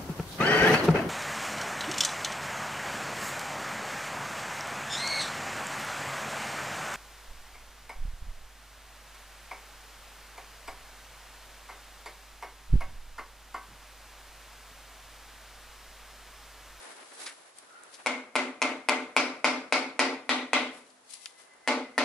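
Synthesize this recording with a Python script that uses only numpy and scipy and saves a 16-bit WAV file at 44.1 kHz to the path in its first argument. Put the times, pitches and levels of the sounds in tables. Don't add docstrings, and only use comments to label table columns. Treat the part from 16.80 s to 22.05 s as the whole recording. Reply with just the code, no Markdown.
import sys
import numpy as np
from scipy import signal
from scipy.fft import rfft, irfft, next_fast_len
from scipy.io import wavfile
from scipy.ndimage import uniform_filter1d, map_coordinates

SR = 44100
rng = np.random.default_rng(int(sys.argv[2]) if len(sys.argv) > 2 else 0)


def ratio_of_db(decibels):
    return 10 ** (np.asarray(decibels, float) / 20)


def put_to_file(sound):
    columns = np.atleast_2d(sound).T
    safe = np.clip(columns, -1, 1)
    whole_steps = np.round(safe * 32767)
    wavfile.write(sys.argv[1], SR, whole_steps.astype(np.int16))


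N = 231348


def unit(x):
    return x / np.sqrt(np.mean(x ** 2) + 1e-20)


def along(points, hz):
    f, v = np.transpose(points)
    return np.interp(np.log(hz + 1), np.log(f + 1), v)


def curves(rows, rest):
    s, *cols = np.transpose(rows)
    return [np.interp(np.arange(N) / SR, s, c, rest, rest) for c in cols]


def filtered(x, response):
    m = next_fast_len(x.shape[-1] + 8192)
    return irfft(rfft(x, m) * response(np.fft.rfftfreq(m, 1 / SR)), m)[..., :x.shape[-1]]


def paired(pair, spectrum, alike):
    def mid_side_gains(hz):
        turn = np.arccos(np.clip(along(alike, hz), -1, 1)) / 2
        return ratio_of_db(along(spectrum, hz)) * [np.cos(turn), np.sin(turn)]

    mid, side = filtered(pair, mid_side_gains)
    return np.array([mid + side, mid - side])


def lumpy(spectrum, rate, lump_db):
    # (frequency [Hz], likeness [-1..1])
    loose = [(60, 0.37), (220, 0.55), (840, 0.2), (3150, 0.079), (11800, -0.13)]
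    steps = rng.standard_normal(int(N * rate / SR) + 4)
    stutter = map_coordinates(steps, [np.arange(N) * rate / SR])
    noise = paired(rng.standard_normal((2, N)), spectrum, loose)
    return unit(ratio_of_db(lump_db * stutter) * noise)


def swell(s, hold_s, db, rise_s, fall_s):
    t = np.arange(N) / SR - s
    return ratio_of_db(db + 60 * np.minimum(0, np.minimum(t / rise_s, (hold_s - t) / fall_s)))


def add(out, s, x):
    part = out[:, round(s * SR):][:, :x.shape[-1]]
    part += x[..., :part.shape[1]]


def room_air():
    # (frequency [Hz], density [dB per Hz])
    air_spectrum = [(15, -74), (25, -32), (221, -14.5), (265, -13.5), (466, -8), (739, -5.5), (1140, -8.5),
                    (1860, -11), (2340, -16), (10600, -19.5), (11500, -2.5), (15000, -52), (22000, -120)]
    air_db = -59
    return ratio_of_db(air_db - 3.0) * lumpy(air_spectrum, 8, lump_db=.4)


def steel_band():
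    # (start [s], hold [s], level [dB])
    singing = [
        (4.29, 0.56, -74),
        (4.41, 0.092, -72),
        (4.57, 0.046, -68),
        (4.709, .03, -63),
        (4.787, 0.036, -81),
        (4.85, 0.069, -60),
        (5.034, 0.053, -55),
        (5.143, 0.042, -61),
    ]
    # (time [s], pitch [Hz], level [dB])
    squeak_path = [
        (1.08, 7600, -74),
        (1.11, 8700, -73),
        (1.135, 9800, -70),
        (1.15, 10300, -73),
    ]
    drift = np.cumsum(rng.standard_normal(N)) * 0.0322
    level = sum(swell(*row, rise_s=0.066, fall_s=0.062) for row in singing)
    hum = level * np.sin(2 * np.pi * 2040 * np.arange(N) / SR + drift)
    squeak_hz, squeak_db = curves(squeak_path, rest=-99)
    squeak = ratio_of_db(squeak_db) * np.sin(2 * np.pi * np.cumsum(squeak_hz) / SR + 6 * drift)
    return (hum + squeak) * ratio_of_db([[1.1], [-1.1]])


def glove_ticks():
    # (time [s], peak [dB], pitch [Hz], t60 [s], left over right [dB])
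    tick_rows = [(0.228, -48, 710, 0.047, 1.5), (0.315, -48, 1570, 0.036, 9), (.459, -35, 1800, 0.14, 4),
                 (.46, -33.5, 4300, 0.063, -2), (0.785, -36.5, 9000, 0.0079, 10),
                 (1.035, -40.5, 9500, 0.0054, 14), (1.137, -43.5, 5050, 0.061, 6),
                 (4.067, -60, 4500, 0.01, 5), (4.102, -56, 3660, 0.027, 7), (4.3, -42.5, 8800, 0.051, 14),
                 (4.334, -42.5, 4180, 0.021, 10), (4.336, -35.5, 9200, 0.022, 14),
                 (4.389, -61, 6000, 0.018, 4.5), (4.4582, -28.5, 4030, 0.004, 13),
                 (4.4597, -39, 2560, 0.011, -12), (4.735, -55, 9000, 0.0092, 13)]
    out, t = np.zeros((2, N)), np.arange(SR // 8) / SR
    for s, db, hz, t60, pan_db in tick_rows:
        decay = ratio_of_db(-60 * t / t60) + ratio_of_db(-35 - 60 * t / 0.26)
        rise = 1 - np.exp(-t / (.12 * t60))
        burst = rng.standard_normal(len(t)) * decay * rise
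        burst = filtered(burst, lambda f: 1j * f * hz * 1.3 / (hz * hz - f * f + 1j * f * hz * 0.5))
        add(out, s, ratio_of_db(db - 0.1) * burst / np.abs(burst).max() * ratio_of_db([[pan_db / 2], [-pan_db / 2]]))
    return out


def hands():
    # (start [s], hold [s], shuffle [dB], rustle over shuffle [dB], rustle left over right [dB])
    moves = [(0, 0.12, -51.5, -5, 5.5), (0.158, 0.19, -54.5, -6, 3), (0.34, 0.046, -62, 2, 0.6),
             (0.407, 0.058, -50, 2, -.6), (0.508, 0.18, -60, -4, 1.1), (0.781, .006, -61, 1.5, -1),
             (0.836, 0.37, -61.5, -6, 1.1), (1.027, .03, -58.5, -11, 1.1), (1.14, 0.011, -60.5, 3.5, 6),
             (1.2, .07, -55.5, -9, 4), (3.938, 0.047, -60, -1.5, 5), (4.07, 0.04, -72.5, 0.5, 12),
             (4.322, 0.028, -81.5, 29.5, 5), (4.385, .008, -93, 16, 5), (4.423, 0.018, -84, 26, 10),
             (4.457, 0.014, -75, 14.5, -2), (4.504, 0.046, -70, -1, 6), (4.599, 0.018, -61.5, -0.5, 9),
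             (4.67, 0.29, -67, -25, 3)]
    # (frequency [Hz], density [dB per Hz])
    shuffle_spectrum = [(59, -55), (100, -27), (188, -22.5), (269, -6.5), (618, -2.5), (1660, -4.5),
                        (1850, -4.5), (4000, -18), (5200, -32), (8800, -120)]
    # (frequency [Hz], density [dB per Hz])
    rustle_spectrum = [(1180, -64), (2000, -6.5), (3100, -4.5), (4070, -2), (6590, -5), (10600, -1.5),
                       (11300, 4.5), (11500, -17), (15000, -56), (22000, -120)]
    # (time [s], level [dB])
    slide_level = [
        (.84, -77),
        (.9, -58.5),
        (.97, -56.5),
        (1.05, -60.5),
        (1.12, -67),
        (1.2, -84),
    ]
    power = 0
    for s, hold_s, db, over_db, pan_db in moves:
        split = ratio_of_db([[0], [2 * over_db + pan_db], [2 * over_db - pan_db]])
        power = power + swell(s, hold_s, db, rise_s=0.2, fall_s=0.31) ** 2 * split
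    shuffle = ratio_of_db(-1.5) * np.sqrt(power[0]) * lumpy(shuffle_spectrum, 40, lump_db=2.0)
    rustle = ratio_of_db(1.55) * np.sqrt(power[1:]) * lumpy(rustle_spectrum, 200, lump_db=1.5)
    slide_spectrum = [(900, -63.5), (1200, -4), (1440, 9), (1650, -20), (2200, -59)]
    slide = ratio_of_db(curves(slide_level, rest=-99)[0]) * lumpy(slide_spectrum, 90, lump_db=1.5)
    return shuffle + rustle + slide


def wash(lasting, floor_ms, bright_db, ring_hz, ring_db, skirt_hz, skirt_db, top_hz):
    # (frequency [Hz], density [dB per Hz])
    tail_spectrum = [(71, -64), (120, -23), (252, 10), (382, -0.5), (508, 6), (602, 6), (816, 3), (1150, 4),
                     (1480, 3.5), (1720, -3.5), (2150, 6.5), (3100, -3), (4860, -5), (11200, -20.5),
                     (14600, -77), (22000, -120)]
    # (frequency [Hz], t60 [s])
    room_decay = [(200, 0.72), (600, 0.5), (2000, 0.43), (5000, 0.35), (10000, 0.35)]
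    # (frequency [Hz], share [0..1])
    same_share = [(300, .9), (700, .7), (1000, .5), (2000, .35), (8000, .25)]
    # (frequency [Hz], left-right likeness [-1..1])
    tail_likeness = [(60, 0.27), (170, 1), (500, 0.9), (1430, 0.51), (4100, 0.16), (11800, -0.79)]
    modal_hz, build_s = 420., .004

    hz, t, z = signal.stft(np.array([lasting, rng.standard_normal(lasting.shape)]), SR, nperseg=256)
    same = np.clip(along(same_share, hz), 0, 1)[:, None]
    patches = uniform_filter1d(rng.standard_normal(z.shape[2:]), size=3, axis=0)
    patches = unit(uniform_filter1d(patches, size=4, axis=1))
    mixed = np.sqrt(same) * z[0] + np.sqrt(1 - same) * z[1]
    mixed = mixed * ratio_of_db(1.2 * patches - 60 * t / along(room_decay, hz)[:, None])
    tail = unit(paired(signal.istft(mixed, SR, nperseg=256)[1], tail_spectrum, tail_likeness))

    def hump(f, centre_hz, width_hz):
        return np.exp(-((f - centre_hz) / width_hz) ** 2)

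    def colour(f):
        landing_db = ring_db * hump(f, ring_hz, 84) + (skirt_db + 0.5) * hump(f, skirt_hz, 870)
        landing_db = landing_db + bright_db * along([(2500, 0.092), (7000, 0.33)], f)
        floor = 1 + 0.31 * np.exp(-2j * np.pi * f * floor_ms / 1000)
        return ratio_of_db(landing_db) * floor * (.33 + .67 * f ** 4 / (f ** 4 + modal_hz ** 4))

    tail = filtered(tail, colour)
    return tail * (1 - np.exp(-np.arange(tail.shape[1]) / SR / build_s)) * ratio_of_db([[.9], [-.9]])


def knock(lead, crown_hz, crack_db, ring_hz, ring_db, skirt_hz, skirt_db, top_hz):
    # (frequency [Hz], level [dB], t60 [s])
    piston = [(650, -5, .016), (950, -5, .014), (1380, -11, .016), (2480, -12, .012), (3300, -13, .01)]
    quick_s, crack_s = .006, .009
    grip_s, bloom_s, deck_ms = .0025, .0005, 1.5
    t = np.arange(SR // 16) / SR
    modes = piston + [(crown_hz, -7, .02), (skirt_hz, -11, quick_s), (top_hz, -17, quick_s)]
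    ring = 0
    for hz, db, t60 in modes:
        ring = ring + ratio_of_db(db + rng.normal(0, 1) - 60 * t / t60) * np.cos(2 * np.pi * hz * t)
    choke = .12 + .88 / (1 + np.exp(8 * (t / grip_s - 1)))
    ring = ring * choke * (1 - .4 * np.exp(-t / bloom_s))
    ring = ring + ratio_of_db(ring_db - 13.0 - 60 * t / 0.013) * np.cos(2 * np.pi * ring_hz * t)
    crack = rng.standard_normal(len(t)) * ratio_of_db(crack_db + 11.5 - 60 * t / crack_s)
    crack = uniform_filter1d(crack, size=2)
    crack = crack + ratio_of_db(-1) * np.roll(crack, round(deck_ms * SR / 1000))
    rise = np.r_[-.45 * np.hanning(11), np.hanning(15)]
    whole = np.convolve(ring, rise / rise.sum())[:len(t)] + np.roll(crack, 12)
    whole = np.pad(whole, (lead, 0))
    whole = filtered(whole, lambda hz: hz ** 6 / (hz ** 6 + 244.0 ** 6))
    return whole / whole.max()


def taps():
    # (time [s], peak [dB], ring [Hz], ring level [dB], room boom over the peak [dB])
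    blows = [(1.2615, -13.5, 2165, 9.5, -3), (1.5552, -11, 2040, 6, 0.4), (1.8182, -10.5, 2150, 5.5, 0.3),
             (2.0874, -8.7, 2080, 6.5, 0), (2.3655, -6.5, 2330, 5.5, -3.5), (2.6444, -6.5, 2114, 3.5, -2.5),
             (2.9244, -8, 2170, 7, -2.5), (3.1932, -7.5, 1990, 4.5, 1.6), (3.493, -10.5, 1950, 9, 0.3),
             (3.7327, -8.5, 2030, 7.5, -0.4), (4.8761, -10.5, 2050, 5.5, 4.5), (5.1798, -9.5, 1870, 3, 3)]
    # (from [s], crown mode [Hz], skirt mode [Hz], skirt level [dB], floor echo [dB])
    spots = [
        (1.2, 2350, 5160, -3, 2),
        (2.2, 2340, 5030, 4, -3.4),
        (3.4, 2360, 3580, 6, -10.5),
        (4.8, 1860, 4200, 3, -2.5),
    ]
    # (delay [ms], level [dB])
    walls = [(11.5, -17), (18, -12), (26, -18), (33.5, -13), (37, -14), (45, -17), (56, -18)]
    # (frequency [Hz], level [dB], t60 [s])
    standing = [(237, -11, .7), (253, -2, 1.1), (267, -3, .9), (298, -8, .8), (328, -11, .7), (369, -7, .7),
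                (444, -9, .7), (471, -9, .8), (544, -9, .6), (581, -7, .6), (598, -11, .6), (616, -9, .6),
                (705, -11, .6), (751, -11, .6), (786, -12, .6), (864, -13, .6), (893, -12, .6),
                (939, -14, .5), (1020, -13, .5), (1050, -14, .5), (1133, -14, .5), (1163, -13, .5),
                (1305, -15, .5), (1367, -14, .5), (1478, -13, .5)]
    usual_db, crack_lag = -7, 0.6
    usual_crack_db, bright_ref_db = -20, -19
    lead = 400

    out, t = np.zeros((2, N)), np.arange(SR * 3 // 4) / SR
    lasting = rng.standard_normal((2, len(t)))
    start = rng.uniform(0, 2 * np.pi, len(standing))
    lean = rng.normal(0, 0.9, (len(walls), 1)) * [1, -1]
    tilt = rng.normal(0.26, 0.93, (len(standing), 1, 1)) * [[1], [-1]]
    hold = ratio_of_db(-15 / (1 + np.exp((.17 - t) / .01))) * (1 - np.exp(-t / .012))
    first = np.diff([0] + [row[0] for row in blows]) > .6
    for (s, db, ring_hz, ring_db, boom_db), after_pause in zip(blows, first):
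        _, crown_hz, skirt_hz, skirt_db, floor_db = [spot for spot in spots if spot[0] < s][-1]
        scatter = 1 + .03 * rng.standard_normal(size=3)
        crown_hz, skirt_hz, top_hz = [crown_hz, skirt_hz, 7350] * scatter
        floor_ms = 6.7 + 1.4 * after_pause
        crack_db = usual_crack_db - crack_lag * (db - usual_db)
        tone = ring_hz, ring_db, skirt_hz, skirt_db, top_hz

        blow = ratio_of_db(db + 1.0) * knock(lead, crown_hz, crack_db, *tone)
        late = round(floor_ms * SR / 1000)
        both = blow + ratio_of_db(floor_db) * np.pad(blow, (late, 0))[:len(blow)]
        early = s - (lead + 17) / SR
        add(out, early, both * ratio_of_db([[1.2], [-1.2]]))

        dull = uniform_filter1d(blow, size=4)
        for (ms, wall_db), side_db in zip(walls, lean):
            add(out, early + ms / 1000, dull * ratio_of_db(wall_db + side_db[:, None] + rng.normal(0, 1.2)))

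        boom = 0
        for (hz, level, t60), phase, side_db in zip(standing, start, tilt):
            gain = ratio_of_db(level + side_db + rng.normal(0, 3.2) - 60 * t / t60)
            boom = boom + gain * np.sin(2 * np.pi * hz * t + phase + rng.normal(0, 0.64))
        add(out, s, ratio_of_db(db + boom_db - 33) * unit(boom) * hold)

        tail = wash(lasting, floor_ms, crack_db - bright_ref_db, *tone)
        add(out, s, ratio_of_db(db + 2.38 - 31) * tail)

        rumble = rng.standard_normal((2, len(t))) + 2 * rng.standard_normal(len(t))
        thump = filtered(rumble, lambda hz: hz ** 2 / (40 + 1j * hz) ** 2 / (130 + 1j * hz) ** 2)
        add(out, s, ratio_of_db(db - 65 + 6.0) * unit(thump) * ratio_of_db(-60 * t / 0.68))
    return out


def scene():
    return room_air() + steel_band() + glove_ticks() + hands() + taps()


def roll_off(x):
    return signal.sosfilt(signal.butter(12, 12380, fs=SR, output="sos"), x)


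def record(dry):
    # (frequency [Hz], gain [dB])
    edge = [(10950, 0), (11150, -34), (11600, -52), (13000, -80)]

    def port(hz):
        lag = np.exp(-1j * np.pi * hz / SR * np.array([[-1], [1]]))
        return ratio_of_db(along(edge, hz)) * lag

    x = filtered(dry, port)
    fall_db = 90 * np.arange(N) / SR
    peak_db = 20 * np.log10(np.abs(x).max(0) + 1e-9)
    held_db = np.maximum.accumulate(peak_db + fall_db) - fall_db
    duck_db = uniform_filter1d(0.25 * np.maximum(held_db + 20, 0), size=88)
    x = x * ratio_of_db(3.5 - duck_db)
    x = x / (1 + np.abs(x / .85) ** 3) ** (1 / 3)
    return roll_off(x)


dry = scene()
out = record(dry)
put_to_file(out)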